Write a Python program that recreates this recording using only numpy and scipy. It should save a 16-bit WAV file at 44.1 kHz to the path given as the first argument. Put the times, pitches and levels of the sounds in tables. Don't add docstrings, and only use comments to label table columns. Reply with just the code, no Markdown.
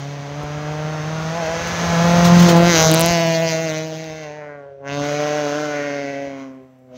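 import sys
import numpy as np
from scipy import signal
from scipy.fft import rfft, irfft, next_fast_len
from scipy.io import wavfile
from scipy.ndimage import uniform_filter1d, map_coordinates

SR = 44100
rng = np.random.default_rng(int(sys.argv[2]) if len(sys.argv) > 2 else 0)


def voltage_ratio(decibels):
    exponent = np.asarray(decibels, float) / 20
    return 10 ** exponent


def output_pcm(signal):
    pcm = np.clip(np.atleast_2d(signal).T, -1, 1) * 32767
    wavfile.write(sys.argv[1], SR, np.round(pcm).astype(np.int16))


N = 307377
TIME_S = np.arange(N) / SR
SLOW = np.arange(0, N + 64, 64)
SLOW_S = SLOW / SR


def rms_one(x):
    return x / np.sqrt(np.mean(x ** 2) + 1e-20)


def even(x):
    return x / np.sqrt(uniform_filter1d(x ** 2, size=4410) + 1e-12)


def in_time(rows, time_s=TIME_S):
    s, *columns = np.transpose(rows)
    return [np.interp(time_s, s, column) for column in columns]


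def bump(s, half_s):
    return np.exp(-((SLOW_S - s) / max(half_s, .01)) ** 2)


def swells(rows):
    return sum(height * bump(s, half_s) for s, height, half_s in rows)


def full(slow):
    return np.interp(np.arange(N), SLOW, slow)


def drift(rate):
    r = np.exp(-80 * np.pi * rate / SR)
    slow = signal.lfilter([1], [1, -2 * r, r * r], rng.standard_normal(N // 40 + 2002))[2000:]
    return np.interp(np.arange(N) / 40, np.arange(len(slow)), rms_one(slow))


def at_hz(points, hz):
    points_hz, values = np.array(points)[:, 0], np.array(points)[:, 1]
    return np.interp(np.log(hz + 1), np.log(points_hz), values)


def band(x, low_hz, high_hz, order=2):
    return signal.sosfilt(signal.butter(order, [low_hz, high_hz], "band", fs=SR, output="sos"), x)


def colour(x, points):
    size = 2048
    cep = irfft(np.log(voltage_ratio(at_hz(points, np.fft.rfftfreq(size, 1 / SR)))))
    cep[1:size // 2] *= 2
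    cep[size // 2 + 1:] = 0
    return signal.fftconvolve(x, irfft(np.exp(rfft(cep))))[:N]


def strikes(rows):
    out = np.zeros(N)
    for s, peak_db in rows:
        out[round(s * SR)] = voltage_ratio(peak_db)
    return out


# pitch_hz, level_db [dB per Hz]
AIR = [(530, -22), (900, -22.5), (2630, -11.5), (4880, -18), (6050, -9.5), (8860, -49), (15500, -31)]


def still_air():
    return voltage_ratio(-77) * rms_one(colour(rng.standard_normal(N), AIR))


# start_s, churn_db
ROAD = [(0, -40.5), (1.4, -32.5), (1.7, -27.5), (2.5, -21.5), (2.7, -28.5), (2.85, -22), (3.13, -32),
        (3.22, -43), (3.55, -41), (4.5, -53), (4.78, -61), (4.87, -56), (5.03, -41.5), (6.08, -49),
        (6.3, -51), (6.85, -66), (6.97, -55)]
# pitch_hz, level_db [dB per Hz]
CHURN = [(150, 5.5), (300, -5), (600, 3.5), (1000, -2), (1500, -4)]
# start_s, level_db, half_s
RUMBLE_SWELLS = [(.15, -10, .12), (.9, -7, .12), (1.55, 5.5, .1), (2.9, -4.5, .08), (3.25, -6, .08),
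                 (3.8, -8, 0.27), (4.2, 6, .1), (4.65, 7, 0.21), (4.9, 6, .15), (5.3, -3, .2), (6.35, 3, .1),
                 (6.752, -5, .1)]


def road():
    churn_db, = in_time(ROAD)
    _, boom_db = in_time(LOAD)
    rumble_db = churn_db - 9.0 + 1.6 * np.minimum(boom_db, 0)
    rumble_level = (voltage_ratio(rumble_db) + voltage_ratio(-71)) * voltage_ratio(full(swells(RUMBLE_SWELLS)))
    rumble = rms_one(band(rng.standard_normal(N), 61, 109, order=3) * voltage_ratio(2.5 * drift(4)))
    churn = band(colour(rng.standard_normal(N), CHURN), 130, 1780)
    churn = rms_one(churn * voltage_ratio(0.8 * drift(12.0)))
    return rumble_level * rumble + voltage_ratio(churn_db) * churn


# start_s, peak_db
LUMPS = [(1.6656, -35), (2.1795, -35), (2.2428, -20.5), (2.2694, -33), (2.3444, -32), (2.388, -21.5),
         (2.4194, -25), (2.4806, -19.5), (2.4916, -33), (2.5242, -44), (2.5586, -26.5)]
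# start_s, peak_db
THUDS = [(.435, -17.5), (1.6, -20), (2.0, -24), (2.81, -17), (3.0, -19), (3.1, -13.5), (4.1, -40),
         (5.03, -38), (6.27, -36)]
# start_s, peak_db
TICKS = [(.4352, -26), (6.762, -56), (6.789, -46), (6.795, -53)]


def knocks():
    t = np.arange(2000) / SR
    burst = np.convolve(strikes(LUMPS), t / 0.0057 * np.exp(1 - t / 0.01))[:N]
    burst = burst * rng.standard_normal(N)
    lumps = voltage_ratio(-5) * colour(burst, FIZZ) + voltage_ratio(0.5) * band(burst, 1240, 7100)
    push = np.sin(2 * np.pi * 70 * t) * np.exp(-t / 0.0046)
    knock = 2.1 * np.sin(2 * np.pi * 380 * t) * np.exp(-t / 0.00073)
    thuds = band(np.convolve(strikes(THUDS), push + knock)[:N], 50, 2000)
    return lumps + thuds + band(strikes(TICKS), 5500, 14830)


# start_s, note_db, boom_db
LOAD = [(0.0, -39.5, 8.5), (0.72, -31, 4.5), (1.28, -34.5, 10), (1.38, -27, 0), (1.57, -25, -4.5),
        (1.8, -29.5, 4), (1.96, -24, 8), (2.15, -21, 7), (2.55, -18.5, 6.5), (3.43, -17.5, -3.5),
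        (3.96, -31, 0), (4.79, -35, -12), (4.861, -32, -4.5), (5.0, -25.5, -1.5), (5.24, -22.5, -6.5),
        (6.23, -27, -11), (6.72, -52, -1.5), (6.97, -43, -4)]
# start_s, level_db
JET_FORCE = [(0.0, -43), (0.19, -45), (1.14, -39.5), (2.48, -23), (2.57, -27), (2.76, -17.5), (3.1, -24),
             (3.8, -36), (4.27, -46), (4.55, -66), (4.801, -90), (4.851, -55.5), (4.931, -34), (5.55, -35),
             (6.27, -48), (6.68, -77.5), (6.88, -87.5), (6.97, -49)]
# start_s, level_db, half_s
COUGHS = [(1.462, 2, 0.013), (2.324, -1.5, .03), (2.856, 0.5, .03), (2.927, -1.5, 0.025), (3.12, 2.5, 0.06),
          (3.42, 0, 0.051), (3.512, 4, 0.053), (3.632, 1, 0.018), (3.728, 3.5, 0.069), (3.88, -2, 0.06),
          (4.228, 1, 0.034), (6.413, 7, 0.047)]
# start_s, pitch_hz, level_db,
# half_s
RANGE_CHANGES = [(1.63, 360, -10.5, 0.34), (1.698, 730, -19, 0.11), (2.41, 600, -18, 0.049),
                 (2.8, 740, -5.5, 0.05), (2.404, 175, 6.5, 0.15), (2.5, 175, -7.5, 0.034),
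                 (2.585, 150, 1, 0.12), (2.566, 340, 11, 0.24), (5, 280, 6, .06), (2.73, 690, -6, 0.029),
                 (2.845, 320, -13, 0.044), (2.771, 165, -5.5, .07), (3.275, 452, -9.5, 0.33),
                 (3.45, 816, -10, 1), (4.199, 980, -20, 0.03), (4.4, 300, -9, 0.32), (4.724, 275, -26, 0.08),
                 (4.75, 880, -16, 0.053), (5.2, 1050, 8, 0.089), (3.5, 670, -12, 0.016),
                 (1.7, 520, -26, 0.016), (5.831, 770, -8, 0.033), (7.6, 870, 1, 0.3), (6.25, 415, -4, 0.15),
                 (6.504, 265, 7.5, 0.15), (6.623, 413, 14, 0.045), (7.7, 310, -7, 0.092),
                 (.15, 1267, -10, 0.2), (1.294, 1660, 2.5, 0.59), (2.294, 1030, 8.5, 0.11),
                (2.716, 2060, 5.5, 0.059), (2.798, 11000, -8, 0.11), (2.836, 6060, 4.5, 0.069),
                (2.941, 1830, -10.5, 0.12), (3.293, 1360, -12.5, 0.36), (3.9, 2140, -13, 0.055),
                (3.995, 1203, -21, 0.26), (4.347, 1252, -17.5, 0.096), (4.502, 1543, 13, 0.21),
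                (4.502, 1950, 9, 0.14), (4.76, 1060, -13, 0.055), (4.877, 1448, 10, 0.038),
                (4.878, 1984, 9, 0.035), (4.845, 4470, -12, 0.028), (5.55, 2100, -5.5, 0.18),
                (5.641, 1049, 2, 0.26), (5.7, 1461, 5, 0.26), (6.002, 2080, 7, 0.36),
                (6.15, 1140, -15, 0.2), (6.2, 1414, 2, 0.45), (5.796, 1805, 4, 0.062),
                (6.95, 1810, -13, 0.048), (4.35, 11040, -9, .1), (4.953, 10810, -6, 0.061),
                (6.201, 11030, 0, .2), (6.399, 1053, 4, 0.094), (6.852, 1105, -11.5, 0.17),
                 (2.003, 1050, 5, 0.2), (2.2, 520, 2, .2), (2.57, 911, 11, 0.034), (2.61, 6040, -8.5, 0.063),
               (2.714, 680, -11, 0.024), (2.726, 2600, -9, .02), (2.79, 654, 0, .04),
               (2.812, 830, 10, 0.066), (2.82, 970, 3.5, 0.027), (2.83, 4540, -3, .04),
               (2.867, 2674, -26, 0.029), (2.91, 4000, 2, 0.032), (2.924, 329, 7, 0.029),
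               (2.916, 6230, -3, 0.03), (3, 1001, 5, 0.049), (3.07, 2100, 0, 0.033),
               (3.113, 3620, -6, 0.03), (3.12, 4730, 1.5, .08), (3.2, 6640, -5, 0.1), (3.295, 3700, 0, .04),
               (3.354, 4300, 9, 0.015), (3.433, 5230, -9, 0.046), (3.471, 3500, -4, 0.027),
               (3.479, 4720, 9.5, .03), (3.63, 4300, -8, .03), (3.638, 1088, -9, .03),
               (3.725, 5000, -17, 0.015), (4.825, 2496, -8.5, 0.021), (4.881, 5600, 12.5, .015),
               (4.895, 3000, 14, 0.033), (4.96, 5770, -7.5, 0.054), (4.99, 1907, -23, 0.024),
               (5.056, 1460, 2.5, 0.065), (4.053, 1480, -1, .12), (4.303, 950, 6.5, 0.16),
               (4.851, 900, 7.5, .08), (4.93, 150, 3.5, 0.081), (1.45, 670, 3.5, 0.15), (2.6, 520, 1.5, .1),
               (4.9, 2300, -2, .04), (5.174, 953, -15, 0.066), (5.3, 1030, -3, 0.066),
               (5.58, 2744, 1, 0.05), (6.0, 4695, 6, .12), (6.255, 1451, -6, 0.079),
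               (6.487, 5500, 7, 0.034), (6.753, 402, -7.5, 0.044), (6.936, 580, 11.5, .03),
               (6.97, 1480, -10, .03),
                 (4.72, 1500, 3.5, .08), (2.328, 560, -4, .1), (1.86, 520, -4, .1), (3.5, 330, -4, 0.13),
                (5.4, 1480, 0.5, .3), (4.6, 6300, 5, 0.017), (3.25, 1200, 3, .1), (5.65, 2600, -4, .08),
                (3.05, 660, 1.5, .12), (3.56, 700, 1.5, 0.099), (4.75, 2200, -6, .07), (4.25, 2700, 5, .03),
                (2.3, 1000, -2.5, 0.11), (5.3, 720, 2, .12), (6.7, 1500, -4, 0.11), (2.5, 510, 2, .06),
                (4.65, 620, -2.5, .1), (5.75, 910, -5, 0.22)]


def layer_db(law, hz):
    mean_db, note_share, boom_share, jet_share = law
    note_db, boom_db = in_time(LOAD, SLOW_S)
    jet_db, = in_time(JET_FORCE, SLOW_S)
    jet_db = jet_db + swells(COUGHS)
    changes_db = 0
    for s, centre_hz, db, half_s in RANGE_CHANGES:
        if abs(np.log2(np.mean(hz) / centre_hz)) < 1:
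            octaves = np.log2(hz / centre_hz)
            changes_db = changes_db + db * bump(s, half_s) * np.exp(-(octaves / 0.26) ** 2)
    controls_db = note_share * (note_db + 30) + boom_share * boom_db + jet_share * (jet_db + 38)
    return full(mean_db + controls_db + changes_db)


# start_s, pitch_hz
RATE = [(0, 139.5), (.85, 153.7), (1.25, 159.2), (1.5, 165.9), (1.8, 170.9), (2.45, 173.8), (2.699, 173),
        (2.77, 160.3), (2.922, 159.5), (3.1, 171.7), (3.25, 165.1), (3.75, 158.6), (4.2, 156.6),
        (4.75, 136.9), (5.27, 149), (5.649, 149.1), (5.901, 142.4), (6.97, 126.6)]
# start_s, change_hz, half_s
SLIPS = [(0.121, 2, 0.049), (0.251, -1.5, 0.069), (0.426, 1.5, 0.043), (1.022, -4, 0.053), (1.38, 8, 0.045),
         (1.463, -6.5, 0.038), (1.973, -4.5, 0.056), (2.552, -6, 0.052), (3.186, -1.5, 0.024),
         (3.431, 2.5, 0.03), (3.642, 2.5, 0.045), (3.729, -2.5, 0.064), (4.021, 2.5, 0.0703),
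         (4.283, -5, 0.049), (5.003, 1.5, .1), (5.489, -4.5, 0.073), (5.599, 1.5, .04), (6.235, 2, 0.055),
         (6.644, -1, 0.17)]
# mean_db, note_share, boom_share, jet_share [dB per dB]
NOTE_LAW = [(-32.5, 1.004, 1.29, 0.015), (-35, 0.41, -0.24, 0.22), (-36.5, 1.27, 0.21, 0.00097),
            (-32.5, 1.194, 0.033, 0.034), (-36.5, 0.81, 0.064, 0.16), (-46.5, 0.83, 0.37, 0.063)]


def firings():
    hz, = in_time(RATE, SLOW_S)
    hz = hz + swells(SLIPS)
    levels_db = [layer_db(law, (k + 1) * hz) for k, law in enumerate(NOTE_LAW)]
    turns = np.cumsum(full(hz) * (1 + 0.0029 * drift(13.9))) / SR
    first_flip = round((FLIPS[0][0] - .0004) * SR)
    return levels_db, turns + 1 - turns[first_flip] % 1


# start_s, multiple, level_db, half_s
INTAKE_SONG = [
    (1.1, 9.0, -41, .28),
    (1.68, 10.0, -38, .17),
    (1.97, 10.0, -36, .12),
]


def intake(turns):
    out = 0
    for s, multiple, db, half_s in INTAKE_SONG:
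        level = voltage_ratio(db + 3 * drift(12)) * full(bump(s, half_s))
        out = out + level * np.sin(2 * np.pi * multiple * turns)
    return out


LAG = [.1, 1.2, 0, .8, .8, .8]
# start_s, turn [radians]
TURN = [(0, -.5), (1.5, -.5), (2.2, 1.6), (2.56, 1.1), (2.7, .8), (2.8, 0), (6.97, 0)]
CYLINDERS = [0.61, 0.49, -0.28, -1.26]
PASS_S, PASS_HALF_S = 2.6, 0.44


def note(turns, levels_db):
    turn, = in_time(TURN)
    tones = 0
    for k, db in enumerate(levels_db):
        wander = .09 * k * drift(22)
        phase = 2 * np.pi * (k + 1) * turns - LAG[k] - turn + wander
        tones = tones + voltage_ratio(db + 1.33 * drift(28)) * np.cos(phase)
    unequal_db = np.interp(turns % 4, np.arange(5), CYLINDERS + CYLINDERS[:1])
    uneven = 1 + 1.4 * full(bump(PASS_S, PASS_HALF_S))
    return -np.sqrt(2) * tones * voltage_ratio(unequal_db * uneven)


# start_s, extra snow path_ms, snow_strength [0-1], bank_strength [0-1]
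SNOW_ECHO = [(0, 0.4, 0, 0.96), (2.0, 0.7, 0.13, 0.3), (2.6, 0.79, 0.02, 0.07), (3.0, 0.37, 0.2, 0.01),
             (3.4, 0.43, 1, 0.3), (4.4, 0.46, 0.46, 0.5), (4.8, 0.39, 0, 0.1), (4.95, 0.432, 0.16, 0.1),
             (5.04, 0.46, 0.46, 0.99), (6.1, 0.54, 0.23, 0.36), (6.97, 0.5, 0.1, 0.46)]
BANKS_MS = [1.1, 1.9, 3.1, 4.3]


def snow_echo(x, share):
    path_ms, strength, banks = in_time(SNOW_ECHO)
    delay = path_ms * (1 + 0.11 * drift(8.9)) * SR / 1000
    late = map_coordinates(x, [np.arange(N) - delay], order=1)
    late = signal.sosfilt(signal.butter(1, 3200, fs=SR, output="sos"), late)
    sides = sum(drift(1.98) * np.roll(x, round(ms * SR / 1000)) for ms in BANKS_MS)
    return x + share * (np.clip(strength, 0, 1) * late + np.clip(banks, 0, .3) * sides)


TIP_HEARD_S, TIP_HALF_S = 2.86, 0.21


def pipe_tip(pulses):
    ring_hz, t60_s = 4050, .005
    r, w = voltage_ratio(-60 / (t60_s * SR)), 2 * np.pi * ring_hz / SR
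    ring = signal.lfilter([0, np.sin(w)], [1, -2 * r * np.cos(w), r * r], pulses + 1e-18)
    return voltage_ratio(-24) * full(bump(TIP_HEARD_S, TIP_HALF_S)) * ring


# pitch_hz, level_db [dB per Hz]
BARK = [(800, -6), (1030, 0.5), (1230, -5), (1450, -1), (1750, -1.5), (2050, 1.5), (2400, -6.5),
        (2750, -5.5), (3500, -12.5), (5400, -2), (6300, 8), (6850, 2), (7600, -28), (10000, -45.5)]


def bark(turns):
    count = np.arange(int(turns[0]) + 1, int(turns[-1]))
    at = np.interp(count, turns, np.arange(N))
    jitter = 1 + bump(TIP_HEARD_S, TIP_HALF_S)[(at / 64).astype(int)]
    at = at + jitter * rng.standard_normal(len(count))
    size = voltage_ratio(0.4 * rng.standard_normal(len(count)))
    whole = at.astype(int)
    pulses = np.zeros(N + 1)
    pulses[whole] = size * (1 - at % 1)
    pulses[whole + 1] = size * (at % 1)
    pulses = pulses[:N]
    return snow_echo(colour(pulses + pipe_tip(pulses), BARK), share=1.6)


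def gas_puff(turns):
    phase, cycle = turns % 1, turns.astype(int)
    strength = voltage_ratio(1.6 * rng.standard_normal(cycle[-1] + 1))[cycle]
    return rms_one((1 - np.exp(-phase / .06)) * np.exp(-phase / .2) * strength)


# pitch_hz, level_db [dB per Hz]
RASP = [(700, -14.5), (900, -9.5), (1500, -7.5), (3300, -3.5), (5400, -12.5), (6300, -10.5), (6900, -20),
        (7600, -31), (10000, -45)]


def rasp(puff, locked):
    gate = locked ** 2 * puff + (1 - locked ** 2) * 1.3
    return snow_echo(colour(rng.standard_normal(N) * gate, RASP), share=0.5)


# pitch_hz, level_db [dB per Hz]
FIZZ = [(6000, -29.5), (7300, 4.5), (8500, -7.5), (10500, -8), (12000, -4.5), (14500, -4), (15900, -2),
        (16500, -11)]
# start_s, level_db
HISS = [(0, -92), (6.2, -92), (6.5, -79), (6.97, -79)]
# start_s, level_db, half_s
SPRAY = [
    (2.8, -37, .08),
    (3.302, -55, .35),
    (3.899, -68, .25),
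]


def fizz_and_spray(puff, locked, fizz_db):
    gate = locked ** 4 * puff ** 1.3 + (1 - locked)
    fizz = even(colour(rng.standard_normal(N) * gate, FIZZ))
    spray_level = full(swells([(s, voltage_ratio(db), half_s) for s, db, half_s in SPRAY]))
    spray = spray_level * even(band(fizz, 12900, 15800))
    hiss_db, = in_time(HISS)
    return (voltage_ratio(fizz_db + 3.5) + voltage_ratio(hiss_db)) * fizz + spray


RANGES_HZ = [1030, 1240, 1460, 1750, 2080, 2750, 3600, 4500, 5600, 6500]
# pitch_hz, delay_ms
PIPE_DELAY = [(3300, 0), (3900, 1.9), (4600, 1.1), (5600, .45), (6800, 0)]


def ranges(x):
    size = next_fast_len(N)
    hz = np.fft.rfftfreq(size, 1 / SR)
    lag_turns = np.cumsum(at_hz(PIPE_DELAY, hz)) * hz[1] / 1000
    spectrum = rfft(x, size) * np.exp(-2j * np.pi * lag_turns)
    log_hz = np.log(hz + 1)
    corners = np.log([800] + RANGES_HZ)
    slices = []
    for one in np.eye(len(RANGES_HZ) + 1)[1:]:
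        part = irfft(spectrum * np.interp(log_hz, corners, one), size)[:, :N]
        slices.append(even(part))
    return slices


# start_s, locked [share tied to the firings 0-1], facing_db [tailpipe to listener]
LOCKED = [(0, .28, 3), (2.0, .3, 4), (2.5, .35, 0), (2.6, .8, 0), (2.68, .9, 1), (3.2, .9, .5),
          (3.8, .92, .5), (3.95, .9, -1.5), (4.3, .92, -1), (4.45, .95, 1), (4.95, .95, 1), (5.02, .74, -2),
          (5.6, .73, -1.8), (5.8, .78, 0), (6.97, .55, 1)]
# mean_db, note_share, boom_share, jet_share [dB per dB]
PIPE_LAW = [(-40.5, 0.41, -0.03, 0.3), (-43.5, 0.12, 0.49, 0.6), (-42, 0.61, -0.036, 0.5),
            (-44.5, 0.42, 0.17, 0.56), (-41, 0.15, -0.21, 0.73), (-43, 0.21, -0.11, 0.78),
            (-45, -0.3, -0.018, 1.2), (-46, -0.044, .02, 1.09), (-44, -0.33, -0.19, 1.306),
            (-43.5, -0.24, -0.13, 1.26), (-63, 0.069, .15, 1.18)]


def tailpipe(turns):
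    *range_db, fizz_db = [layer_db(law, hz) for law, hz in zip(PIPE_LAW, RANGES_HZ + [11000])]
    locked, facing_db = in_time(LOCKED)
    turns = turns + .09
    puff = gas_puff(turns)
    slices = ranges(np.array([bark(turns), rasp(puff, locked)]))
    direct = np.clip(locked * voltage_ratio(np.clip(facing_db, -4, 5)), 0, .95)
    clean = [1, 1, 1, 1, 1, .98, .95, .93, .86, .8]
    out = 0
    for db, (pulse, gas), clear in zip(range_db, slices, clean):
        share = np.clip(clear * direct, 0, .97)
        out = out + voltage_ratio(db - 2.0) * (np.sqrt(share) * pulse + np.sqrt(1 - share) * gas)
    return out + fizz_and_spray(puff, locked, fizz_db)


def scene():
    levels_db, turns = firings()
    background = still_air() + road() + knocks()
    mono = background + intake(turns) + note(turns, levels_db) + tailpipe(turns)
    return np.array([mono, mono])


# start_s, height_db
FLIPS = [(2.9155, 8.5), (2.9405, 9.5), (2.9465, 6.5), (2.9953, 0), (3.0077, 11.5), (3.014, 9.5),
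         (3.0605, 0.5)]


def input_flips(x):
    at = np.round(np.array(FLIPS)[:, 0] * SR).astype(int)
    at += np.argmin(x[at[0] - 160:at[0] + 110]) - 160
    dips = [i - 50 + np.argmin(x[i - 50:i + 50]) for i in at]
    thin = strikes([(i / SR, db) for i, (s, db) in zip(dips, FLIPS)])
    return voltage_ratio(3) * (thin - 0.74 * uniform_filter1d(thin, size=7))


def band_limit(x):
    return signal.sosfilt(signal.butter(12, 16930, fs=SR, output="sos"), x)


def record(dry):
    x = 1.1 * np.tanh(dry / 1.1)
    x = signal.sosfilt(signal.cheby2(20, 50, 16010, fs=SR, output="sos"), x)
    x = signal.sosfilt(signal.butter(2, 42, "high", fs=SR, output="sos"), x)
    x = np.clip(x + input_flips(x[0]), -.85, 1.45)
    x = signal.sosfiltfilt(signal.cheby2(12, 45, 16950, fs=SR, output="sos"), x)
    return band_limit(np.clip(x, -1, 1))


dry = scene()
out = record(dry)
output_pcm(out)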